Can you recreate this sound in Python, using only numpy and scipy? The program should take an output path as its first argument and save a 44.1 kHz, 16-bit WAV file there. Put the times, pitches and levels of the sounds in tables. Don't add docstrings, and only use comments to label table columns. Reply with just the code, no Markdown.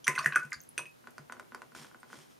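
import sys
import numpy as np
from scipy import signal
from scipy.fft import rfft, irfft
from scipy.io import wavfile
from scipy.ndimage import uniform_filter1d

SR = 44100
rng = np.random.default_rng(int(sys.argv[2]) if len(sys.argv) > 2 else 0)


def wrap_up_sound(samples):
    columns = np.atleast_2d(samples).T
    tamed = np.clip(columns, -1, 1)
    steps = np.round(tamed * 32767).astype(np.int16)
    wavfile.write(sys.argv[1], SR, steps)


def invert_db(x):
    u = np.asarray(x, float) / 20
    return 10 ** u


N = 105487
T = np.arange(N) / SR

# start in seconds, peak level in dB,
# brightness in dB per octave, level of the contact crack in dB, extra level of the high rim modes in dB.
GLASS_BLOWS = [(0.079, -34, 11, -23.5, -5), (0.153, -35.5, -4, -49.5, 2.5), (0.1595, -37.5, 1.5, -45, -2.5),
               (0.1856, -36, 0.5, -58, 3.5), (0.1901, -31.5, -1.5, -39.5, 0.5),
               (0.2453, -39, -3, -37.5, -9), (0.2589, -34, 1, -28, 1), (.3235, -32.5, -20, -61, -4),
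               (.334, -37, -14, -70, 0.5), (.351, -40, -2, -53.5, -18), (0.3577, -33, 2.5, -29.5, 4),
               (0.432, -54, -0.5, -50, 4), (0.4502, -53, -0.5, -48.5, 0), (0.7787, -29.5, 0, -29.5, 5),
               (0.856, -42, -11, -54.5, 11)]


def in_time(rows):
    return np.interp(T, *np.transpose(rows))


def rms_one(x):
    return x / np.sqrt(np.mean(x ** 2) + 1e-20)


def wobble(size):
    once = uniform_filter1d(rng.standard_normal(N), size=size)
    return rms_one(uniform_filter1d(once, size=size))


def ring(clicks, hz, t60):
    radius = invert_db(-60 / (abs(t60) * SR))
    angle = 2 * np.pi * hz / SR
    return signal.lfilter([0, np.sin(angle)], [1, -2 * radius * np.cos(angle), radius * radius], clicks + 1e-18)


def clicks_at(s, db):
    out = np.zeros(N)
    np.add.at(out, (np.asarray(s) * SR).astype(int), invert_db(np.asarray(db)))
    return out


def filtered(x, order, hz, kind="low"):
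    return signal.sosfilt(signal.butter(order, hz, kind, fs=SR, output="sos"), x)


def band(x, low_hz, high_hz):
    return filtered(x, 2, [low_hz, min(high_hz, .45 * SR)], "band")


def shaped(x, spectrum):
    hz, db = np.transpose(spectrum)
    f = np.maximum(np.arange(N // 2 + 1) * SR / N, 1)
    return irfft(rfft(x) * invert_db(np.interp(np.log(f), np.log(hz), db)), N)


def coloured(x, spectrum):
    return rms_one(shaped(x, spectrum))


def pair(side_db):
    mid, side = rng.standard_normal((2, N))
    return mid + shaped(side, side_db) * [[1], [-1]]


def crack(s, db, t60, low_hz, high_hz):
    puff = signal.lfilter([1], [1, -invert_db(-60 / (abs(t60) * SR))], clicks_at(s, db) + 1e-18)
    return band(puff * rng.standard_normal(N), low_hz, high_hz)


def bubble(s, db, hz, t60, glide, rise_s):
    t = np.maximum(T - s, 0)
    bend = glide * (t - t60 * (1 - np.exp(-t / t60)))
    envelope = invert_db(db - 60 * t / t60) * (1 - np.exp(-t / rise_s))
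    return envelope * np.sin(2 * np.pi * hz * (t + 2 * bend))


def air():
    # frequency in Hz, density in dB per Hz.
    tone_spectrum = [(15, -50.5), (25, -9.5), (310, 1), (519, -1), (595, -3), (1620, -5), (1760, -6.5),
                     (14900, -14.5), (16200, -20.5)]
    # frequency in Hz, level in dB.
    tone_side = [(60, 10.5), (240, 10.5), (950, 9), (3770, -2), (15000, -5)]
    # frequency in Hz, level in dB.
    hum_lines = [
        (120, -77.5),
        (240, -74.5),
    ]
    hum = sum(invert_db(db) * np.sin(2 * np.pi * hz * T) for hz, db in hum_lines)
    return invert_db(-59.5) * coloured(pair(tone_side), tone_spectrum) + hum


def gurgles():
    # time in seconds, level in dB.
    vigour = [
        (.055, -93.5),
        (.07, -33),
        (.13, -50),
        (.2, -43.5),
        (.3, -53),
        (.4, -52),
        (.46, -68),
        (.55, -71),
        (.62, -106),
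    ]
    rate_per_s, cycles, voices = 570, 22, 14
    strength = invert_db(2.8 * np.minimum(rng.exponential(1, N), 4)) * rng.choice([-1, 1], N)
    starts = strength * (rng.random(N) < rate_per_s / SR)
    voice = rng.integers(0, voices, N)
    pitches_hz = np.geomspace(1010, 2500, voices)
    bed = sum(ring(starts * (voice == k), hz, cycles / hz) for k, hz in enumerate(pitches_hz))
    fizz = rms_one(band(rng.standard_normal(N), 3000, 10000) * invert_db(4.5 * wobble(size=90)))
    return invert_db(in_time(vigour)) * (rms_one(band(bed, 550, 2500)) + invert_db(-12) * fizz)


def water():
    # start in seconds, peak level in dB, pitch in Hz,
    # decay time t60 in seconds, glide as a share of pitch.
    plop_rows = [(0.0639, -37, 1050, 0.043, 0.00084), (.103, -43.5, 2170, 0.11, -0.024),
                 (0.325, -37, 1136, 0.063, -0.059), (0.5174, -40, 2450, 0.0089, .05),
                 (.5245, -41, 2086, 0.04, 0.042), (0.5214, -42.5, 1202, 0.066, 0.081),
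                 (.538, -33.5, 1540, 0.02, 0.054), (0.856, -49.5, 1790, 0.013, .03),
                 (0.3596, -26.5, 1190, 0.02, 0.0028), (.0685, -23, 2230, 0.0079, 0.082),
                 (.0790, -1.5, 1887, 0.0064, 0.14), (.082, -27, 1035, 0.081, -0.014),
                 (0.1536, -37.5, 2500, 0.012, 0.24), (0.1787, -27, 1082, 0.045, 0.054),
                 (0.1778, -18, 1554, 0.012, -0.061), (.190, -22.5, 1102, 0.03, 0.31),
                 (0.206, -25, 1333, 0.009, 0.26), (0.2596, -4.5, 1650, 0.0096, 0.31),
                 (0.3225, -23, 1581, 0.014, .05), (0.359, -5.5, 1600, 0.012, -0.18),
                 (.3655, -21, 1376, 0.044, 0.12), (0.37, -22.5, 1564, 0.026, .1),
                 (.391, -49.5, 1457, .03, -0.042), (.795, -45.5, 960, 0.094, 0.016),
                 (0.3593, -25.5, 1180, 0.054, .01), (0.3998, -49.5, 1263, 0.025, .05),
                 (0.5206, -21, 1970, 0.01, 0.15), (.529, -27, 1560, 0.022, 0.12),
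                 (.792, -17.5, 1035, 0.0043, 0.0045), (0.778, -24, 1630, 0.0095, -0.085)]
    # start in seconds, peak level in dB, pitch in Hz, t60 in seconds.
    drop_rows = [(.0434, -39, 3210, .025), (.0431, -39.5, 5970, 0.0485), (.0432, -49, 9750, .07),
                 (.0693, -32, 5600, .011), (.1825, -34.5, 4200, 0.012), (.1906, -27.5, 4560, 0.015),
                 (.2291, -46.5, 5400, .045), (.0722, -38.5, 3440, 0.016), (.0656, -47, 7290, .028),
                 (.7791, -39.5, 3390, 0.025), (.7912, -50.5, 3890, 0.0306), (.3236, -42.5, 3900, .015),
                 (.5304, -31.5, 4950, 0.0069), (.5308, -29.5, 6800, 0.0048), (.5309, -37, 10100, 0.0048),
                 (.5422, -39, 4650, 0.018), (.6036, -43.5, 6350, 0.021), (0.69, -36, 10830, 0.0063),
                 (.6154, -35, 14600, .004), (1.7645, -47.5, 2400, .011), (2.0005, -64, 8500, .08)]
    # start in seconds, peak level in dB, pitch in Hz, t60 in seconds.
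    glug_rows = [(.1595, -15, 2020, .015), (.2435, -13, 1860, .014), (.3425, -16, 1600, 0.025),
                 (.189, -20, 1060, 0.043), (.418, -31.5, 1470, 0.083), (.085, -44.5, 680, 0.052),
                 (.21, -41.5, 650, .05), (.238, -41, 655, 0.1), (.268, -43.5, 682.5, 0.058),
                 (1.795, -53, 430, .04)]
    plops = sum(bubble(*row, rise_s=0.0004) for row in plop_rows) * invert_db(1.5 * wobble(size=40))
    drops = sum(bubble(*row, glide=0.012, rise_s=0.00017) for row in drop_rows)
    drops = drops * invert_db(4 * wobble(size=14))
    quick = filtered(plops + drops + gurgles(), 6, 960, "high")
    return quick + sum(bubble(*row, glide=0.033, rise_s=.004) for row in glug_rows)


def ticks():
    # start in seconds, peak level in dB, centre frequency in Hz.
    flicks = [(0.065, -48, 10100), (0.227, -38, 5050), (.2322, -41, 5150), (.7932, -46, 7100),
              (.8032, -49, 9900), (.5056, -46, 10500), (.5176, -46, 6700), (0.544, -44, 7400),
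              (0.5965, -57, 13500), (.6096, -54, 4600), (.6262, -56, 11100), (0.6363, -46, 10100),
              (.8682, -50, 9700), (0.894, -55.5, 7400), (.9122, -58, 10100), (1.1063, -47, 10100),
              (2.0006, -58, 8700)]
    return sum(crack([s], [db], t60=0.0105, low_hz=hz * 0.64, high_hz=hz * 1.28) for s, db, hz in flicks)


def glass():
    # frequency in Hz, level in dB, t60 in seconds.
    jar_modes = [(2533.9, -8, 0.16), (2710, 4.5, 0.0058), (5975, -15.5, 0.082), (6140, -5.5, .02),
                 (8583, -14, 0.08), (8550, -9.5, 0.013), (9410, -22, 0.04), (9970, -19.5, 0.038),
                 (10500, -23, 0.031), (10930, -20.5, 0.036)]
    contact_s, rim_hz, submerged_until_s, submerged_damping = 0.00024, 7500, .6, .6
    s, db, tilt, crack_db, rim_db = np.transpose(GLASS_BLOWS)
    wet = T < submerged_until_s
    out = crack(s, crack_db, t60=0.019, low_hz=4780, high_hz=10500)
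    spray = crack(s, crack_db - 13.5, t60=.13, low_hz=5430, high_hz=10900)
    out = out + spray * invert_db(3.0 * wobble(size=60))
    for hz, mode_db, t60 in jar_modes:
        octaves = np.log2(hz / jar_modes[0][0])
        blow_db = db + mode_db + rim_db * (hz > rim_hz) + tilt * octaves
        push = ring(clicks_at(s, blow_db), hz, np.log(1000) * contact_s) * 2 / (contact_s * SR)
        tone = ring(push * wet, hz, t60 * submerged_damping) + ring(push * ~wet, hz, t60)
        out = out + tone * invert_db(3.5 * wobble(size=150))
    return out


def knocks():
    s, _, _, crack_db, _ = np.transpose(GLASS_BLOWS)
    return crack(s, crack_db - 4.5, t60=0.23, low_hz=160.0, high_hz=655)


def table():
    # start in seconds, peak level in dB.
    shoves = [(0.079, -34.5), (0.181, -43.5), (0.224, -54), (0.259, -34), (.325, -53), (0.372, -48),
              (0.445, -43), (0.553, -54), (0.791, -50.5), (1.191, -45.5), (1.795, -51), (2.174, -50.5)]
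    push = clicks_at(*np.transpose(shoves))
    murmur = rms_one(ring(rng.standard_normal(N), hz=149.2, t60=0.073))
    main = ring(ring(push, 146.2, 0.12), 146.2, 0.092) / 250
    upper = invert_db(-8) * ring(push, hz=228, t60=0.087)
    hand = bubble(.556, -50.5, 71.4, 0.11, glide=-.1, rise_s=0.0074)
    return main + upper + hand + invert_db(-74) * murmur


def taps():
    # start in seconds, peak level in dB, crack level in dB, thud level in dB.
    tap_rows = [(1.042, -51, -70.5, -59.5), (1.072, -37.5, -53.5, -55), (1.181, -36, -50, -59.5),
                (1.298, -36, -65, -56), (1.323, -33.5, -46, -59.5), (1.368, -47.5, -68, -57.5),
                (1.397, -36, -49.5, -59.5), (1.521, -41.5, -67, -54.5), (1.547, -34, -46, -57),
                (1.619, -39, -53, -62), (1.72, -49, -61.5, -67), (1.75, -40, -56, -82),
                (1.847, -43, -69, -63.5), (1.914, -49, -72, -71), (1.946, -43, -64, -61),
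                (2.031, -42, -57, -59), (2.102, -48, -68, -61), (2.13, -37.5, -54.5, -56.5)]
    knock_t60_s, vary_db, thud_hz = .0095, 2, 240.3
    s, db, crack_db, thud_db = np.transpose(tap_rows)
    upper_vary, lower_vary = vary_db * rng.standard_normal((2, len(s)))
    soft = band(clicks_at(s, db + 3), 810, 3470)
    upper = band(clicks_at(s, db + 3 + upper_vary), 810, 3470)
    lower = band(clicks_at(s, db + 3 + lower_vary), 810, 3470)
    knock = ring(soft, 1417, knock_t60_s)
    knock = knock + invert_db(-16.5) * ring(upper, 1836, knock_t60_s)
    knock = knock + invert_db(-6.5) * ring(lower, 1090, 1.2 * knock_t60_s)
    tick = crack(s, 1.37 * crack_db + 26.5, t60=0.013, low_hz=2535, high_hz=8600)
    thud = ring(ring(clicks_at(s, thud_db - 4.5), thud_hz, 0.036), thud_hz, 0.13) / 40
    body = crack(s, db - 8, t60=0.27, low_hz=272, high_hz=920)
    return knock + tick + thud + body


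def wipes():
    # start in seconds, length in seconds, level in dB, attack in seconds.
    strokes = [
        (1.745, 0.086, -51.5, 0.0043),
        (2.038, 0.18, -54.5, 0.095),
        (2.29, 0.031, -69, 0.0195),
    ]
    # frequency in Hz, density in dB per Hz.
    hiss_spectrum = [(120, -19), (200, 4), (448, 2), (538, -7), (1060, -0.5), (1740, -2.5), (8740, -8),
                     (14900, -22), (16000, -54)]
    # frequency in Hz, level in dB.
    hiss_side = [(60, -10), (380, -5), (2380, -10), (15000, -8)]
    # frequency in Hz, width in Hz, level in dB.
    paper_modes = [(3240, 430, -4), (5340, 880, -9), (9170, 1200, -18)]
    fade_db_per_s, release_s = 23, 0.049
    shape = 0
    for s, hold, db, rise in strokes:
        sag = invert_db(db - fade_db_per_s * np.clip(T - s, 0, hold))
        attack = np.clip((T - s) / rise, 0, 1) ** 2
        release = np.exp(-np.maximum(T - s - hold, 0) / release_s)
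        shape = shape + sag * attack * release
    hiss = coloured(pair(hiss_side), hiss_spectrum)
    hiss = hiss + sum(invert_db(db) * band(hiss, hz - width / 2, hz + width / 2) for hz, width, db in paper_modes)
    return shape * invert_db(1.9 * wobble(size=60)) * hiss


def room(x):
    # frequency in Hz, level in dB.
    echo_side = [(200, 4.5), (600, -0.5), (1200, -7), (4000, -7.5), (8000, -6), (13000, 2.5)]
    split_hz, cut_hz, gap_s = 2640, 13200, 0.00087
    noise = pair(echo_side)
    low = filtered(noise, 4, split_hz) * invert_db(-60 * T / 0.2)
    high = filtered(noise, 4, split_hz, "high") * invert_db(2.4 - 60 * T / 0.16)
    echo = (low + high) * (T > gap_s)
    echo = signal.lfilter([1], [1, -np.exp(-2 * np.pi * cut_hz / SR)], echo)[:, :SR // 2]
    echo = echo / np.sqrt(np.sum(echo ** 2) / 2)
    return invert_db(-4) * signal.fftconvolve(x[None], echo, axes=1)[:, :N]


def scene():
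    near = water() + ticks() + glass() + taps() + knocks()
    pan_db = -0.8
    direct = near * invert_db(np.array([[pan_db], [-pan_db]]))
    return direct + room(near) + table() + wipes() + air()


def roll_off(x):
    return signal.sosfilt(signal.butter(12, 16520, fs=SR, output="sos"), x)


def record(dry):
    notch_hz, notch_width_hz, notch_share = 7770, 300, 0.94
    b, a = signal.iirnotch(notch_hz, notch_hz / notch_width_hz, SR)
    x = (1 - notch_share) * dry + notch_share * signal.lfilter(b, a, dry)
    x = filtered(x, 6, 14750)
    x = filtered(x, 2, 55.5, "high")
    return roll_off(x)


dry = scene()
out = record(dry)
wrap_up_sound(out)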